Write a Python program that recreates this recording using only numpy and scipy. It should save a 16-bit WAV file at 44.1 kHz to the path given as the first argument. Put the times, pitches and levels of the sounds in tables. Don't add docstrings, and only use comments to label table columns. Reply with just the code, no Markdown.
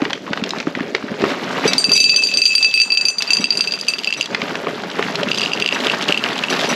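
import sys
import numpy as np
from scipy import signal
from scipy.io import wavfile
from scipy.ndimage import uniform_filter1d, minimum_filter1d

SR = 44100
rng = np.random.default_rng(int(sys.argv[2]) if len(sys.argv) > 2 else 0)


def write(x):
    x = np.atleast_2d(x).T
    wavfile.write(sys.argv[1], SR, np.round(np.clip(x, -1, 1) * 32767).astype(np.int16))


N = 297939
TIME = np.arange(N) / SR


def gain_of(db):
    return 10 ** (np.asarray(db) / 20)


def evened(x):
    return x / np.sqrt(np.mean(x ** 2) + 1e-20)


def read(points, hz):
    point_hz, value = np.transpose(points)
    return np.interp(np.log(hz + 1), np.log(point_hz + 1), value)


def follow(rows, time_s):
    row_s, *columns = np.transpose(rows)
    return [np.interp(time_s, row_s, column) for column in columns]


def add(mix, start_s, sound):
    part = mix[max(round(start_s * SR), 0):][:len(sound)]
    part += sound[:len(part)]


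def filtered(x, points, size=2048):
    hz = abs(np.fft.fftfreq(size, 1 / SR))
    log_gain = np.log(gain_of(read(points, hz)))
    pulse = np.fft.ifft(np.exp(np.conj(signal.hilbert(log_gain)))).real
    return signal.oaconvolve(x, pulse)[:len(x)]


def colour(x, points, size=2048):
    gain = gain_of(read(points, np.fft.rfftfreq(size, 1 / SR)))
    return filtered(x, points, size) / np.sqrt(np.mean(gain ** 2))


def modes(hz, decay_db_per_s, t):
    decay_per_s = np.float32(decay_db_per_s * np.log(10) / 20)[:, None]
    radians_per_s = np.float32(2 * np.pi * hz)[:, None]
    return np.exp(-decay_per_s * t) * np.sin(radians_per_s * t)


def grains(per_s, spread_db, low_hz, high_hz, cycles, wash=1.0, count=14):
    t = np.arange(1500) / SR
    out = np.zeros(N)
    for hz in np.geomspace(low_hz, high_hz, count):
        chance, strength = rng.random((2, N))
        hit = chance < per_s / count / SR
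        over_db = spread_db * np.minimum(-np.log(1 - strength[hit]), 3)
        train = np.zeros(N)
        train[hit] = gain_of(over_db)
        age = t * hz / cycles
        grain = age * np.exp(-age) * np.sin(2 * np.pi * hz * t)
        band = signal.oaconvolve(train, grain)[:N]
        out += np.sqrt(hz) * evened(band)
    return evened(evened(out) + wash * rng.standard_normal(N))


def clumps(length_s=.022):
    knots = rng.standard_normal(N // 100)
    return evened(np.interp(TIME / length_s, np.arange(len(knots)), knots))


POUR_EDGE_S = 0.08


def pouring(start_s, end_s):
    inside_s = np.minimum(TIME - start_s, end_s - TIME)
    return np.clip(inside_s / POUR_EDGE_S + .5, 0, 1)


# [start_s, drum_db, rattle_db]
KIBBLE_FLOW = [(0, -28.5, -30.0), (0.2, -32, -39.5), (0.33, -31.5, -35.5), (1.17, -31, -36),
               (1.23, -26.5, -24.5), (1.42, -26, -28), (1.68, -24, -23), (1.85, -30, -33),
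               (2.06, -34.5, -42.5), (3.14, -45, -41.5), (3.24, -41, -34.5), (3.45, -31, -33),
               (3.55, -36, -36.5), (4.25, -36.5, -37), (4.47, -26.5, -28.5), (4.68, -28.5, -31.5),
               (4.85, -35.5, -35), (4.94, -28.5, -28.0), (5.4, -28.5, -30), (5.85, -26, -24.5),
               (6.45, -30, -27), (6.76, -24.5, -22.5)]
# [start_s, end_s, light_hits_per_s, top_level_db, landed_scrape_db]
POURS = [(1.93, 2.857, 65, -16.5, -38), (3.186, 4.263, 60, -17.5, -43), (5.3, 6.747, 80, -15, -46.5)]
# [pitch_hz, level_db_per_hz]
DRUM_SPECTRUM = [(25, -72), (60, -4.5), (100, -5.5), (150, -3.5), (220, 6), (320, 1.5), (420, 3.5),
                 (600, -2), (900, -15.5), (2000, -55), (8000, -90)]
# [pitch_hz, level_db_per_hz]
RATTLE_SPECTRUM = [(300, -27), (600, 8.5), (900, 7), (1600, 6.5), (2200, 4.5), (3000, -0.5), (5000, -27.5),
                   (12000, -42)]
# [pitch_hz, level_db_per_hz]
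SCRAPE_SPECTRUM = [(1200, -24), (2600, 0), (3600, 3), (5000, -1.5), (6500, -8), (8000, -15.5),
                   (9300, -21.5), (12500, -20.5), (16000, -71)]


def sliding(drum_trim_db=-9.5, rattle_trim_db=-5.5, scrape_trim_db=-9.0, shared_surge_db=2.1, own_surge_db=1.17):
    drum_db, rattle_db = follow(KIBBLE_FLOW, TIME)
    landing = sum(gain_of(db) * pouring(start_s, end_s) for start_s, end_s, _, _, db in POURS)
    bag_scrape = gain_of(rattle_db + scrape_trim_db)
    scrape_db = 20 * np.log10(np.hypot(bag_scrape, landing))
    drum = grains(per_s=740, spread_db=2.5, low_hz=135.4, high_hz=1135, cycles=0.79)
    rattle = grains(per_s=1800, spread_db=4.0, low_hz=426, high_hz=3800, cycles=0.88)
    scrape = grains(per_s=3600, spread_db=10.5, low_hz=1750, high_hz=12900, cycles=0.75)
    layers = [(drum_db + drum_trim_db, DRUM_SPECTRUM, drum),
              (rattle_db + rattle_trim_db, RATTLE_SPECTRUM, rattle),
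              (scrape_db, SCRAPE_SPECTRUM, scrape)]
    surge_db = shared_surge_db * clumps()
    out = np.zeros(N)
    for level_db, spectrum, cloud in layers:
        moving_db = level_db + surge_db + own_surge_db * clumps()
        out += gain_of(moving_db) * colour(cloud, spectrum)
    return out


# [pitch_hz, gain_db]
FILM_LOSS = [(5500, 2), (10000, -14)]


def crease(hz, snap_s=0.0027, rise_s=0.00027, crest=3.33, size=1500):
    t = np.arange(size) / SR
    slips = rng.standard_normal(size) * np.exp(-t / snap_s) * (1 - np.exp(-t / rise_s))
    film = [(hz / 8, -22), (hz / 2, -8), (hz, 0), (hz * 1.24, -5), (hz * 2.58, -17), (hz * 5, -38), (hz * 9, -55)]
    snap = filtered(colour(slips, film, size=512), FILM_LOSS, size=256)
    attack = slice(0, SR // 330)
    return snap / (crest * snap[attack].std())


def buckle(hz, push_s=0.0028, flap=0.27, flap_s=0.011, size=4400):
    t = np.arange(size) / SR
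    push = t / push_s * np.exp(1 - t / push_s)
    pop = push * np.sin(2 * np.pi * hz * t)
    flutter = colour(rng.standard_normal(size), DRUM_SPECTRUM) * np.exp(-t / flap_s)
    return pop + flap * flutter


# [start_s, peak_db, pitch_hz]
SNAPS = [(0.018, -8.5, 1620), (0.052, -5.5, 2020), (0.105, -8.5, 2070), (0.131, -2.5, 2700),
         (0.332, -2.5, 1850), (0.374, -6.5, 1540), (0.438, -5, 3350), (0.506, -5.5, 3870),
         (0.534, -6.5, 880), (0.601, -8.5, 2730), (0.669, -10.5, 1310), (0.751, -6, 1850),
         (0.805, -9, 2000), (0.949, 2.5, 2260), (1.24, 2, 1260), (1.733, 5.5, 4600), (3.222, -1.5, 4650),
         (4.347, -0.5, 2000), (4.417, -4.5, 2280), (4.507, -12, 1460), (4.554, -6, 2280), (4.669, -5, 1260),
         (4.835, -10.5, 840), (4.993, -2, 1030), (5.025, -3, 2060), (5.155, -4.5, 3650),
         (5.232, -3.5, 3230)]
# [start_s, peak_db, pitch_hz]
BUCKLES = [(0.02, -6.5, 284), (0.308, -13.5, 224), (0.422, -12, 225), (0.671, -9, 290), (0.771, -14.5, 229),
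           (0.806, -14, 230), (0.946, -11, 404), (1.039, -16, 245), (1.115, -12.5, 237), (1.222, -8.5, 388),
           (1.237, -5, 373), (1.654, -6, 446), (1.885, -15, 224), (3.397, -13, 234), (4.427, -16, 236),
           (4.668, -11, 420), (4.992, -9.5, 440), (5.229, -12, 570)]
CRINKLES_PER_S, CRINKLE_HZ, CRINKLE_OCTAVES = 26, 1640, 0.52
CRINKLE_OVER_DB, CRINKLE_SPREAD_DB, CRINKLE_TOP_DB = 18, 9.5, -12


def bag():
    out = np.zeros(N)
    for start_s, peak_db, hz in SNAPS:
        add(out, start_s, gain_of(peak_db) * crease(hz))
    for start_s, peak_db, hz in BUCKLES:
        add(out, start_s, gain_of(peak_db) * buckle(hz))
    for start_s in TIME[rng.random(N) < CRINKLES_PER_S / SR]:
        drum_db, _ = follow(KIBBLE_FLOW, start_s)
        loudest_db = min(drum_db + CRINKLE_OVER_DB, CRINKLE_TOP_DB)
        peak_db = loudest_db - CRINKLE_SPREAD_DB * rng.random()
        hz = CRINKLE_HZ * 2 ** (CRINKLE_OCTAVES * rng.standard_normal())
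        add(out, start_s, gain_of(peak_db) * crease(hz))
    return out


HALF_FULL_S, FILL_S = 4.07, 0.37


def fullness(time_s):
    return 1 / (1 + np.exp((HALF_FULL_S - time_s) / FILL_S))


# [pitch_hz, level_db_per_hz]
TICK_SPECTRUM = [(200, -12.5), (1700, -11.5), (2500, -1), (3200, 7.5), (5500, -5.5), (7500, -12.5),
                 (10000, -23), (12500, -28), (16000, -36)]


def clack(clack_s=0.0031, size=600):
    burst = rng.standard_normal(size) * np.exp(-np.arange(size) / SR / clack_s)
    tick = colour(burst, TICK_SPECTRUM, size=256)
    attack = slice(0, SR // 220)
    return tick / tick[attack].std()


# [pitch_hz, level_db, t60_s]
BOWL_MODES = [(2619, 11.5, 0.42), (2692, 6, 0.025), (2990, -13.5, .03), (4690, 17, 0.081),
              (4786, -5.5, 0.046), (6057, -4, 0.048), (6128, -2, 0.089), (7020, -18, 0.088),
              (7060, -15, 0.37), (7300, -32, 0.089), (8300, -19.5, 0.094), (8340, -14, 0.22),
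              (9100, -21, 0.16), (10350, -23.5, 0.06), (11340, -26.5, 0.11), (10990, -15, 0.06),
              (13200, -31, 0.14)]
UPPER_HZ = 3500
EMPTY_DB_PER_S, FULL_DB_PER_S, FULL_HZ = 28, 4300, 153


def pellet(full, low_db, high_db, spot_db=4.5, tick_db=-5, dead_db=4, tick_s=0.0012, contact_s=0.00038,
           scatter=0.85, detune_hz=11, size=11000):
    t = np.arange(size, dtype=np.float32) / SR
    hz, mode_db, t60_s = np.transpose(BOWL_MODES)
    weight = gain_of(mode_db + spot_db * rng.standard_normal(len(hz)))
    press = np.exp(scatter * rng.standard_normal())
    grip = hz[1] / hz
    detune = detune_hz * rng.standard_normal(len(hz)) / grip
    mode_hz = hz + detune + FULL_HZ * full * press * grip
    pile_db_per_s = (EMPTY_DB_PER_S + FULL_DB_PER_S * full) * press * grip ** 0.81
    sines = modes(mode_hz, 60 / t60_s + pile_db_per_s, t)
    attack = slice(0, SR // 220)
    ring = np.zeros(size)
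    for group, level_db in ((hz < UPPER_HZ, low_db), (hz >= UPPER_HZ, high_db)):
        part = np.float32(weight * group) @ sines
        ring += gain_of(level_db) * part / part[attack].std()
    tick_size = size // 10
    burst = rng.standard_normal(tick_size) * np.exp(-t[:tick_size] / tick_s)
    tick_gain = gain_of(tick_db + dead_db * full) * ring[attack].std()
    add(ring, 0, tick_gain * colour(burst, TICK_SPECTRUM, size=256))
    onset = 1 - np.exp(-t / contact_s)
    fade = np.minimum(1, 2 * (1 - t / t[-1]))
    return ring * onset * fade


# [start_s, low_ring_db, upper_rings_db]
STRIKES = [(1.678, -24, -14.5), (1.7809, -43, -4), (1.8422, -18, -7), (1.8938, -17.5, -18),
           (1.9175, -42, -7), (1.9347, -37.5, -6.5), (1.964, -29, -11.5), (1.9768, -10.5, -5.5),
           (2.0021, -36, -3), (2.0414, -16, -3.5), (2.0946, -11, -8.5), (2.1427, -23, -15.5),
           (2.1615, -20, -6.5), (2.2361, -26, -11), (2.271, -28, -14.0), (2.3393, -27, -11.5),
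           (2.3719, -21.5, -7.5), (2.3833, -25, -22), (2.4179, -10.5, -4), (2.4545, -24, -3.5),
           (2.4627, -13, -8), (2.552, -14.5, 0), (2.5807, -12, -10), (2.6272, -25, -7), (2.6456, -10, -8),
           (2.74, -13, -8.5), (2.7757, -15.5, -19), (2.7999, -13.5, -9.5), (2.8162, -11.5, -5),
           (2.9031, -18.5, -16.5), (2.9202, -23, -11.5), (2.9487, -30, -18.5), (2.9727, -10, -8),
           (3.0112, -22, -14.5), (3.0529, -21, -10.0), (3.0843, -19, -9.5), (3.1838, -48, -14.5),
           (3.3051, -8, -9.5), (3.333, -13.5, -3), (3.3691, -16, -11), (3.4417, -6, -4.5),
           (3.5053, -19, -5), (3.5726, -30, -13.5), (3.6077, -12, -4.5), (3.6735, -18, -19),
           (3.7216, -23, -15), (3.7372, -23, -16.5), (3.8115, -45, -18.0), (3.8835, -14.5, -10),
           (3.9363, -18.5, -18), (3.9893, -26, -20.5), (4.0451, -18.0, -19.5), (4.0734, -13, -19.5),
           (4.1256, -13.5, -20.5), (4.2103, -6.5, -15), (4.2272, -25, -18.5), (5.3159, -5.5, -13),
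           (5.3457, -14.5, -17.5), (5.3835, -23, -17.5), (5.4162, -18.5, -20), (5.436, -21, -20),
           (5.4597, -14.5, -32), (5.5335, -14, -18), (5.6228, -7.5, -17), (5.661, -2.5, -12),
           (5.6889, -9, -33), (5.7247, -11.5, -30), (5.8692, -3.5, -40), (5.8982, -9.5, -39),
           (6.012, -13.5, -42), (6.0888, -12, -37), (6.1237, -2, -34.0), (6.1752, -15, -25.0),
           (6.2392, -11.5, -26), (6.4378, -14, -33.0)]
BOUNCE_S, BOUNCE_LOSS_DB = 0.022, 11.5
SPREAD_DB, MUFFLE_DB = 18.5, 9
ON_PILE, CLACK_DB = 0.6, -3


def bowl(strike_db=2):
    out = np.zeros(N)
    for hit_s, low_db, high_db in STRIKES:
        gain = gain_of(strike_db)
        for _ in range(3):
            add(out, hit_s, gain * pellet(fullness(hit_s), low_db, high_db))
            hit_s += BOUNCE_S * rng.uniform(.2, 1)
            gain = gain * gain_of(-BOUNCE_LOSS_DB)
    for start_s, end_s, per_s, top_db, _ in POURS:
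        for hit_s in TIME[rng.random(N) < pouring(start_s, end_s) * per_s / SR]:
            full = fullness(hit_s)
            low_db, high_db = top_db - SPREAD_DB * rng.random(2)
            if rng.random() < ON_PILE * full:
                add(out, hit_s, gain_of(low_db + CLACK_DB) * clack())
            else:
                add(out, hit_s, pellet(full, low_db, high_db - MUFFLE_DB * full))
    return out


# [start_s, level_db]
STRAYS = [(1.678, -13.5), (1.955, -12), (3.407, -21), (4.1738, -25), (5.738, -25.5), (6.502, -20.5),
          (6.691, -16.5)]
# [pitch_hz, level_db, t60_s]
SECOND_BOWL_MODES = [(2280, -5.5, 0.27), (3865, -3, 0.43), (5870, 4.5, 0.088), (7900, -7.5, 0.13),
                     (10060, -12, 0.083)]


def second_bowl(spot_db=1.5, size=15000):
    t = np.arange(size) / SR
    hz, mode_db, t60_s = np.transpose(SECOND_BOWL_MODES)
    out = np.zeros(N)
    for start_s, level_db in STRAYS:
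        weight = gain_of(mode_db + spot_db * rng.standard_normal(len(hz)))
        weight /= np.linalg.norm(weight)
        add(out, start_s, gain_of(level_db) * weight @ modes(hz, 60 / t60_s, t))
    return out


# [pitch_hz, t60_s]
KITCHEN_DECAY = [(150, 0.25), (400, 0.23), (1000, 0.096), (3000, 0.32), (7000, 0.61), (14000, 0.28)]


def kitchen(x, size=22050):
    arrives = (rng.random(size) < 3000 / SR) * (np.arange(size) > .003 * SR)
    taps = rng.standard_normal(size) * arrives
    hz, t, bands = signal.stft(taps, SR, nperseg=256)
    decay_db = -60 * t / read(KITCHEN_DECAY, hz)[:, None]
    tail = signal.istft(bands * gain_of(decay_db), SR)[1]
    return signal.fftconvolve(x, tail / np.linalg.norm(tail))[:N]


# [pitch_hz, gain_db]
SIDE_DIFFERENCE = [(60, -32), (200, -54), (600, -57), (1400, -55), (3000, -57), (6000, -39), (10000, -29),
                   (13000, 1)]


def scene(bowl_room_db=-18, bag_room_db=-13, flow_room_db=-9):
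    steel, film, flow = bowl() + second_bowl(), bag(), sliding()
    room = kitchen(gain_of(bowl_room_db) * steel + gain_of(bag_room_db) * film + gain_of(flow_room_db) * flow)
    direct = steel + film + flow
    side = filtered(kitchen(direct), SIDE_DIFFERENCE)
    return direct + room + np.array([side, -side])


# [pitch_hz, gain_db]
MICROPHONE = [(20, -20), (60, -9), (130, 0), (7900, 0), (8500, -2), (9000, -12), (9600, 0), (12400, 1),
              (13200, -4), (13900, -17), (16000, -20)]
EDGE_HZ = 16000


def record(dry, recover_db_per_s=120, ceiling_db=-.4):
    heard = np.array([filtered(channel, MICROPHONE, size=4096) for channel in dry])
    peak_db = 20 * np.log10(abs(heard).max(0) + 1e-9)
    over_db = np.maximum(peak_db - ceiling_db, 0)
    fall_db = TIME * recover_db_per_s
    held_db = np.maximum.accumulate(over_db + fall_db) - fall_db
    limit_db = uniform_filter1d(minimum_filter1d(-held_db, size=45), size=45)
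    limited = heard * gain_of(limit_db)
    low_pass = signal.firwin(255, EDGE_HZ, window=("kaiser", 9), fs=SR)
    return signal.oaconvolve(limited, low_pass[None], "same")


dry = scene()
out = record(dry)
write(out)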